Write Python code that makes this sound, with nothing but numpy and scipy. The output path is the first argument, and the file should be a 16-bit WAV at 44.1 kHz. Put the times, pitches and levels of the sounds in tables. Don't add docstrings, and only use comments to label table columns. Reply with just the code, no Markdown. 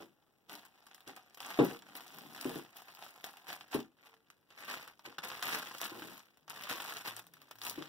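import sys
import numpy as np
from scipy import signal
from scipy.fft import rfft, irfft, next_fast_len
from scipy.io import wavfile
from scipy.ndimage import uniform_filter1d

SR = 44100
rng = np.random.default_rng(int(sys.argv[2]) if len(sys.argv) > 2 else 0)


def bounce(signal):
    frames = np.transpose(np.atleast_2d(signal))
    limited = np.clip(frames, -1, 1)
    pcm = np.round(limited * 32767).astype(np.int16)
    wavfile.write(sys.argv[1], SR, pcm)


N = 347508
TIME = np.arange(N) / SR
TOP_HZ = 15750


def amp(db):
    return 10 ** (np.asarray(db) / 20)


def unit(x):
    return x / np.sqrt(np.mean(x ** 2) + 1e-20)


def along(points, hz):
    f, v = np.transpose(points)
    return np.interp(np.log(hz + 1), np.log(f + 1), v)


def filtered(x, response):
    m = next_fast_len(N + SR // 4)
    hz = np.fft.rfftfreq(m, 1 / SR)
    return irfft(rfft(x, m) * response(hz), m)[..., :N]


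def coloured(x, spectrum, size=2048):
    hz = np.fft.rfftfreq(size, 1 / SR)
    cepstrum = irfft(np.log(amp(along(spectrum, hz))))
    cepstrum[1:size // 2] *= 2
    cepstrum[size // 2 + 1:] = 0
    kernel = irfft(np.exp(rfft(cepstrum)))
    kernel = kernel[None] / np.linalg.norm(kernel)
    return signal.fftconvolve(x, kernel, axes=1)[:, :x.shape[1]]


def add(track, s, sound):
    part = track[:, round(s * SR):][:, :sound.shape[-1]]
    part += sound[..., :part.shape[1]]


# frequency in Hz, relative density in dB per Hz.
HUSH_SPECTRUM = [(25, -15.5), (130, 0), (300, 1.5), (550, -2.5), (1200, -14), (2200, -14), (3300, -20.5),
                 (7000, -27.5), (15500, -21.5)]


def hush():
    noise = rng.standard_normal((2, N)) + rng.standard_normal(N)
    return amp(-77.0) * unit(coloured(noise, HUSH_SPECTRUM))


# start in seconds, end in seconds, start pitch in Hz, end pitch in Hz,
# peak level in dB before a trim of -4 dB.
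TONES = [(4.04, 4.239, 455, 447, -67), (6.38, 6.7, 155.6, 146.5, -67.5), (7.05, 7.25, 106.7, 115.4, -62),
         (7.12, 7.529, 201, 121.7, -68), (7.5, 7.858, 113, 108, -65)]


def tones():
    track = np.zeros((2, N))
    for start, end, start_hz, end_hz, db in TONES:
        u = np.linspace(0, 1, int((end - start) * SR))
        pitch = start_hz + (end_hz - start_hz) * u
        phase = 2 * np.pi * np.cumsum(pitch) / SR
        add(track, start, amp(db - 4.0) * np.sin(np.pi * u) * np.sin(phase))
    return track


# frequency in Hz, time to fall by 60 dB in seconds.
ROOM_DECAY = [(100, 0.27), (400, 0.17), (2000, 0.082), (8000, 0.06), (16000, 0.082)]


def room(x, alike_hz):
    wet, step = np.zeros((2, N)), SR // 8
    for start in range(0, N, step):
        hz, t, z = signal.stft(rng.standard_normal((2, SR // 3)), SR, nperseg=256)
        decay = amp(-60 * t / along(ROOM_DECAY, hz)[:, None])
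        tail = signal.istft(z * decay, SR, nperseg=256)[1]
        echo = signal.fftconvolve(x[:, start:start + step], tail / np.linalg.norm(tail[0]), axes=1)
        add(wet, start / SR + .003, echo)
    turn = lambda hz: np.pi / 4 * (1 - 1 / (1 + (hz / alike_hz) ** 2))
    mid, side = filtered(wet, lambda hz: np.array([np.cos(turn(hz)), np.sin(turn(hz))]))
    return np.array([mid + side, mid - side])


# time in seconds, relative level in dB,
# hardness of the contact in dB per octave above 400 Hz.
KNOCKS = [(0.004, -47.5, 5.5), (1.070, -49, 5.5), (1.108, -57, -6), (1.589, -13.5, -2.5), (1.608, -27, 2),
          (1.636, -23, -9), (1.708, -37, -7), (2.454, -26.5, -12.5), (2.498, -38.5, -7), (2.557, -36.5, -1),
          (3.747, -23.5, -7.5), (5.073, -46.5, 0), (5.917, -49, 8), (5.962, -46.5, 1), (6.025, -50, -9),
          (6.069, -51.5, -16), (6.704, -45.5, 7.5), (7.777, -35.5, -2)]
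# mode in Hz, relative level in dB,
# time to fall by 60 dB in seconds at hardness 0.
DESK_MODES = [(141.2, -18.5, 0.17), (198, -23.5, 0.34), (266.7, -9.5, .22), (301.3, 6.5, 0.059),
              (328, -9, 0.24), (379, -12, 0.046), (471, -13, 0.25), (549, -9, 0.11), (640.4, -17.5, 0.076),
              (819.6, -19, .2), (960, -20.5, 0.18), (1037, -8, 0.066), (1424, -23, 0.23)]
# frequency in Hz, relative density in dB per Hz.
THUD_SPECTRUM = [(35, -48.5), (85, -20), (130, -5), (400, 9), (600, -4.5), (1000, -7.5), (2000, -15.5),
                 (4000, -26.5), (12000, -48.5)]


def knocks():
    ring, thud, t = np.zeros((2, N)), np.zeros((2, N)), np.arange(SR // 2) / SR
    hz, mode_db, t60 = np.transpose(DESK_MODES)[:, :, None]
    for s, db, hard_db in KNOCKS:
        tilt_db = hard_db * np.log2(np.maximum(hz / 400, 1))
        strength = amp(mode_db + rng.normal(0, 1.91, hz.shape) + tilt_db)
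        decay = t60 * amp(0.13 * hard_db)
        pitch = hz * (1 + rng.normal(0, 0.008, hz.shape))
        modes = strength * amp(-60 * t / decay) * np.sin(2 * np.pi * pitch * t)
        onset = 1 - np.exp(-t / 0.00387)
        add(ring, s, amp(db - 3) * modes.sum(axis=0) * onset)
        burst = rng.standard_normal(len(t)) * amp(-60 * t / .13)
        add(thud, s, amp(db + hard_db / 2 - 5) * burst)
    return ring + coloured(thud, THUD_SPECTRUM)


def clicks(times, sizes, spectrum, life, colour_db, scatter_s, size=256, count=9):
    n, t, hz = len(times), np.arange(size) / SR, np.fft.rfftfreq(size, 1 / SR)
    noise = rng.standard_normal((n, size))
    own_life = life * np.exp(0.99 * rng.standard_normal((n, 1)))
    z = rfft(noise * np.exp(-t / own_life))
    knots = np.linspace(0, 1, count)
    blend = np.array([np.interp(np.sqrt(hz / hz[-1]), knots, row) for row in np.eye(count)])
    z *= amp(colour_db * rng.standard_normal((n, count)) @ blend)
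    weights = amp(along(spectrum, hz)) ** 2 * (hz < TOP_HZ)
    energy = np.average(abs(z) ** 2, axis=1, weights=weights)
    z *= (sizes / np.sqrt(energy))[:, None]
    pan_db = 2.1 * rng.standard_normal((n, 1))
    lag = scatter_s * rng.standard_normal((n, 1))
    where = ((times * SR).astype(int)[:, None] + np.arange(size)).ravel()
    ports = []
    for side in (1, -1):
        delay = size / SR / 10 + side * lag / 2
        port = irfft(z * amp(side * pan_db) * np.exp(-2j * np.pi * hz * delay))
        ports.append(np.bincount(where, port.ravel(), N)[:N])
    return coloured(np.array(ports), spectrum)


def crinkle(level_db, spectrum, rate, spread_db, life, evenness):
    density = np.cumsum(rate * amp(.12 * np.clip(level_db + 55, -30, 20))) / SR
    places = np.sort(rng.uniform(0, density[-1], int(density[-1])))
    times = np.interp(places, density, TIME)
    sizes = amp(spread_db * np.minimum(rng.exponential(size=len(times)), 4))
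    swarm = clicks(times, sizes, spectrum, life, colour_db=2.5, scatter_s=.00016)
    power = abs(uniform_filter1d(np.mean(swarm ** 2, axis=0), SR // 20))
    evened = swarm / (power + power.mean() / 100) ** (evenness / 2)
    return amp(level_db) * unit(evened)


# frequency in Hz, relative density in dB per Hz.
DRAG_SPECTRUM = [(30, -35.5), (80, -23), (140, -4.5), (300, 4), (480, -5), (750, -14.5), (2000, -37)]


def drag(drag_db):
    return crinkle(drag_db - 3.5, DRAG_SPECTRUM, rate=400, spread_db=0.5, life=0.00092, evenness=0.6)


# frequency in Hz, relative density in dB per Hz.
HISS_SPECTRUM = [(400, -13.5), (1500, -0.5), (3400, 3.5), (6000, -7.5), (9000, -10), (15500, -3.5)]


def hiss(fold_db, drag_db):
    noise = rng.standard_normal(N) + amp(-1.5) * rng.standard_normal((2, N))
    return amp(np.minimum(fold_db, drag_db) - 6.5) * unit(coloured(noise, HISS_SPECTRUM))


RISE_DB_PER_S, ARCH_DB, RELEASE_DB_PER_S = 1100, 3.5, 240


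def movement(start, length, db):
    t = TIME - start
    arch_db = ARCH_DB * (np.sin(np.pi * np.clip(t / length, 0, 1)) - .5)
    attack_db = RISE_DB_PER_S * np.clip(-t, 0, 1)
    release_db = RELEASE_DB_PER_S * np.clip(t - length, 0, 1)
    return amp(db + arch_db - attack_db - release_db) ** 2


REST_DB, CREASE_DB = -79.5, -8.5
SETTLE_DB, SETTLE_DB_PER_S = -15, 280
JOSTLE_DB = -17
# start in seconds, length in seconds,
# rustle drive in dB, crispness of the creases in dB.
STROKES = [(0.004, .02, -58, 0), (0.497, .065, -53, 2), (0.58, .09, -64, 2), (0.72, .35, -68, 0),
           (1.073, .04, -53, -3.5), (1.161, .02, -55, -3), (1.221, .16, -69, 0), (1.405, .2, -48.5, -0.5),
           (1.62, .12, -48, 1), (1.86, .08, -60, -4), (1.951, .04, -52, 3), (2.002, .33, -58.5, 3),
           (2.33, .27, -51.5, 2.5), (2.62, 1.1, -63.5, 1), (2.757, .06, -57, 4), (2.877, .03, -56, 1),
           (3.009, .06, -54, 2), (3.242, .055, -54, 3), (3.476, .06, -46, 1), (3.722, .04, -44, 0),
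           (3.987, .16, -68, -1.5), (4.043, .025, -60, -0.5), (4.495, .08, -65, -5), (4.58, .225, -52, 0),
           (4.69, .05, -43, -0.5), (4.818, .025, -54, -1), (4.877, .015, -58, 0), (5.049, .02, -53, -2.5),
           (5.09, .08, -64, -6.5), (5.234, .035, -46, 1), (5.291, .13, -50, 0), (5.431, .16, -40.5, 2),
           (5.6, .18, -52, 2.5), (5.81, .06, -43, 4), (5.889, .29, -55.5, 4.5), (6.22, .09, -71, 0),
           (6.497, .015, -49, 0), (6.54, .15, -52, 0), (6.695, .045, -40.5, 0.5), (6.76, .23, -48, 4),
           (7.055, .04, -42, 2), (7.165, .025, -54, 5), (7.329, .27, -70, -1), (7.625, .085, -48, 8),
           (7.739, .14, -56, -1)]
# start in seconds, length in seconds, drive in dB.
SLIDES = [(0.0, .06, -62), (0.495, 0.0692, -61), (1.751, .35, -66), (2.122, .32, -60), (2.461, .12, -50),
          (5.92, .2, -56), (7.116, .48, -74), (7.695, .18, -63)]


def handling():
    folds = np.full(N, amp(REST_DB) ** 2)
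    creases = np.full(N, amp(REST_DB + CREASE_DB) ** 2)
    for start, length, db, crisp_db in STROKES:
        power = movement(start, length, db)
        folds += power
        creases += power * amp(CREASE_DB + crisp_db) ** 2
    film = np.array([folds, creases])
    settling = amp(SETTLE_DB - SETTLE_DB_PER_S * TIME[:SR // 4])
    for s, tick_db, sheet_db in SNAPS:
        add(film, s, np.outer(amp([sheet_db, tick_db - 2.5]), settling) ** 2)
    case = film[0] * amp(JOSTLE_DB) ** 2 + sum(movement(*slide) for slide in SLIDES)
    return 10 * np.log10([*film, case])


def snaps(s, level_db, spectrum, life, follow_db, settle, count=7):
    delay = rng.exponential(settle, (len(s), count))
    sizes = amp(follow_db + 2 * rng.standard_normal(delay.shape) - 4 * delay / settle)
    delay[:, 0], sizes[:, 0] = 0, 1
    times = s[:, None] + delay
    sizes = sizes * amp(level_db)[:, None]
    return clicks(times.ravel(), sizes.ravel(), spectrum, life, colour_db=4.5, scatter_s=.00006)


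def stray_snaps(fold_db, crease_db):
    count = int(14 * N / SR)
    at = rng.integers(0, N, count)
    levels_db = np.transpose([crease_db[at], fold_db[at]]) + 2 + rng.uniform(-10, 10, (count, 2))
    return np.column_stack([at / SR, levels_db])


def taut(x):
    skin = signal.lfilter(*signal.iirpeak(754, 7.1, fs=SR), x)
    tension = np.interp(TIME, [3.4, 4.5], [1, 0])
    return x * amp(-1.5 * tension) + tension * skin


# time in seconds, bright tick in relative dB,
# dull pop of the sheet around it in relative dB.
SNAPS = [(0.4953, -59.5, -44.5), (0.5298, -48, -51.5), (0.5523, -48, -48.5), (0.6509, -57, -53),
         (0.8668, -55.5, -54.5), (0.9124, -76, -49), (0.9454, -51, -53), (1.0056, -61, -55),
         (1.0764, -49.5, -45.5), (1.163, -51, -51), (1.3449, -53.5, -58.5), (1.3723, -56.5, -48),
         (1.4034, -44, -39.5), (1.4638, -45, -51), (1.5037, -47, -37.5), (1.6483, -40, -60.5),
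         (1.8216, -66.5, -47), (1.9526, -46, -43), (1.9658, -45, -48), (2.145, -52, -51),
         (2.184, -60.5, -47), (2.4112, -39.5, -47.5), (2.5563, -47.5, -45), (2.7681, -47.5, -62),
         (2.949, -51, -64.5), (3.2416, -40, -38.5), (3.3702, -55.5, -48), (3.5281, -44.5, -43.5),
         (3.6088, -54, -43.5), (3.713, -58.5, -47), (3.7435, -37, -40), (3.802, -55.5, -45),
         (4.3014, -58, -52), (4.8762, -54, -46.5), (4.993, -60, -53.5), (5.0596, -57, -41),
         (5.1831, -51, -33.5), (5.2357, -47.5, -37), (5.3159, -56.5, -38), (5.4259, -36.5, -37),
         (5.544, -38.5, -35.5), (5.7821, -43.5, -56.5), (5.8142, -37, -40.5), (6.1934, -55.5, -56),
         (6.3717, -65.5, -59.5), (6.479, -59.5, -47.5), (6.4983, -42.5, -51), (6.6359, -44.5, -39),
         (6.6954, -36.5, -34), (6.9682, -44.5, -40.5), (7.165, -42.5, -46), (7.2672, -54.5, -58),
         (7.337, -54.5, -52.5), (7.4168, -55, -54), (7.5104, -51, -44), (7.5551, -57.5, -56),
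         (7.5854, -53, -55.5), (7.6154, -42, -45.5), (7.6663, -43, -39), (7.6968, -35, -47.5),
         (7.8232, -51.5, -41.5)]
# frequency in Hz, relative density in dB per Hz.
FOLD_SPECTRUM = [(30, -48.5), (110, -13), (400, -7), (750, -1), (1450, 1), (2200, 3), (3300, -3.5),
                 (5400, -10), (8000, -20.5), (16000, -31.5)]
CREASE_SPECTRUM = [(300, -54), (2000, -7), (4000, 4), (5300, 2), (7500, -2), (12000, 0), (15500, 2)]


def bag(fold_db, crease_db):
    s, tick_db, sheet_db = np.vstack([SNAPS, stray_snaps(fold_db, crease_db)]).T
    fold_life, crease_life = .0016, .001
    folds = crinkle(fold_db - .9, FOLD_SPECTRUM, rate=700, spread_db=3.5, life=fold_life, evenness=0.896)
    creases = crinkle(crease_db + 1.07, CREASE_SPECTRUM, rate=650, spread_db=4.0, life=crease_life,
                      evenness=0.66)
    sheet = snaps(s, sheet_db + 18.5, FOLD_SPECTRUM, life=fold_life, follow_db=-9.5, settle=.008)
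    ticks = snaps(s, tick_db + 22.5, CREASE_SPECTRUM, life=crease_life, follow_db=-10.5, settle=0.0091)
    return taut(folds + sheet) + creases + ticks


def scene():
    fold_db, crease_db, drag_db = handling()
    film = bag(fold_db, crease_db) + hiss(fold_db, drag_db)
    case = knocks() + drag(drag_db)
    desk = filtered(case, lambda hz: np.exp(-2j * np.pi * np.outer([.00024, 0], hz)))
    echoes = amp(-9.0) * room(film, alike_hz=890) + amp(-7.5) * room(case, alike_hz=250)
    return film + desk + echoes + tones() + hush()


# frequency in Hz, share as a gain before
CROSSFEED = [(400, 0.031), (850, 1), (2200, 0.77), (4400, 0.59), (6700, 0.36), (10000, 0.16), (15000, .1)]
# frequency in Hz, left minus right in dB.
BALANCE = [(60, 0.5), (160, 5.5), (350, 3.5), (700, -2), (4500, -0.5), (9000, 3), (12000, 9), (15500, 0)]


def record(dry):
    bleed = lambda hz: np.clip(along(CROSSFEED, hz), 0, .9)
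    port_delay = 1 / 2220
    share = lambda hz: np.outer([1.2, .8], bleed(hz) * np.exp(-2j * np.pi * hz * port_delay))
    wide = dry - filtered(dry[::-1], share)
    balance = lambda hz: amp(np.outer([.5, -.5], along(BALANCE, hz))) / np.hypot(1, bleed(hz))
    return filtered(filtered(wide, balance), lambda hz: hz < TOP_HZ)


dry = scene()
out = record(dry)
bounce(out)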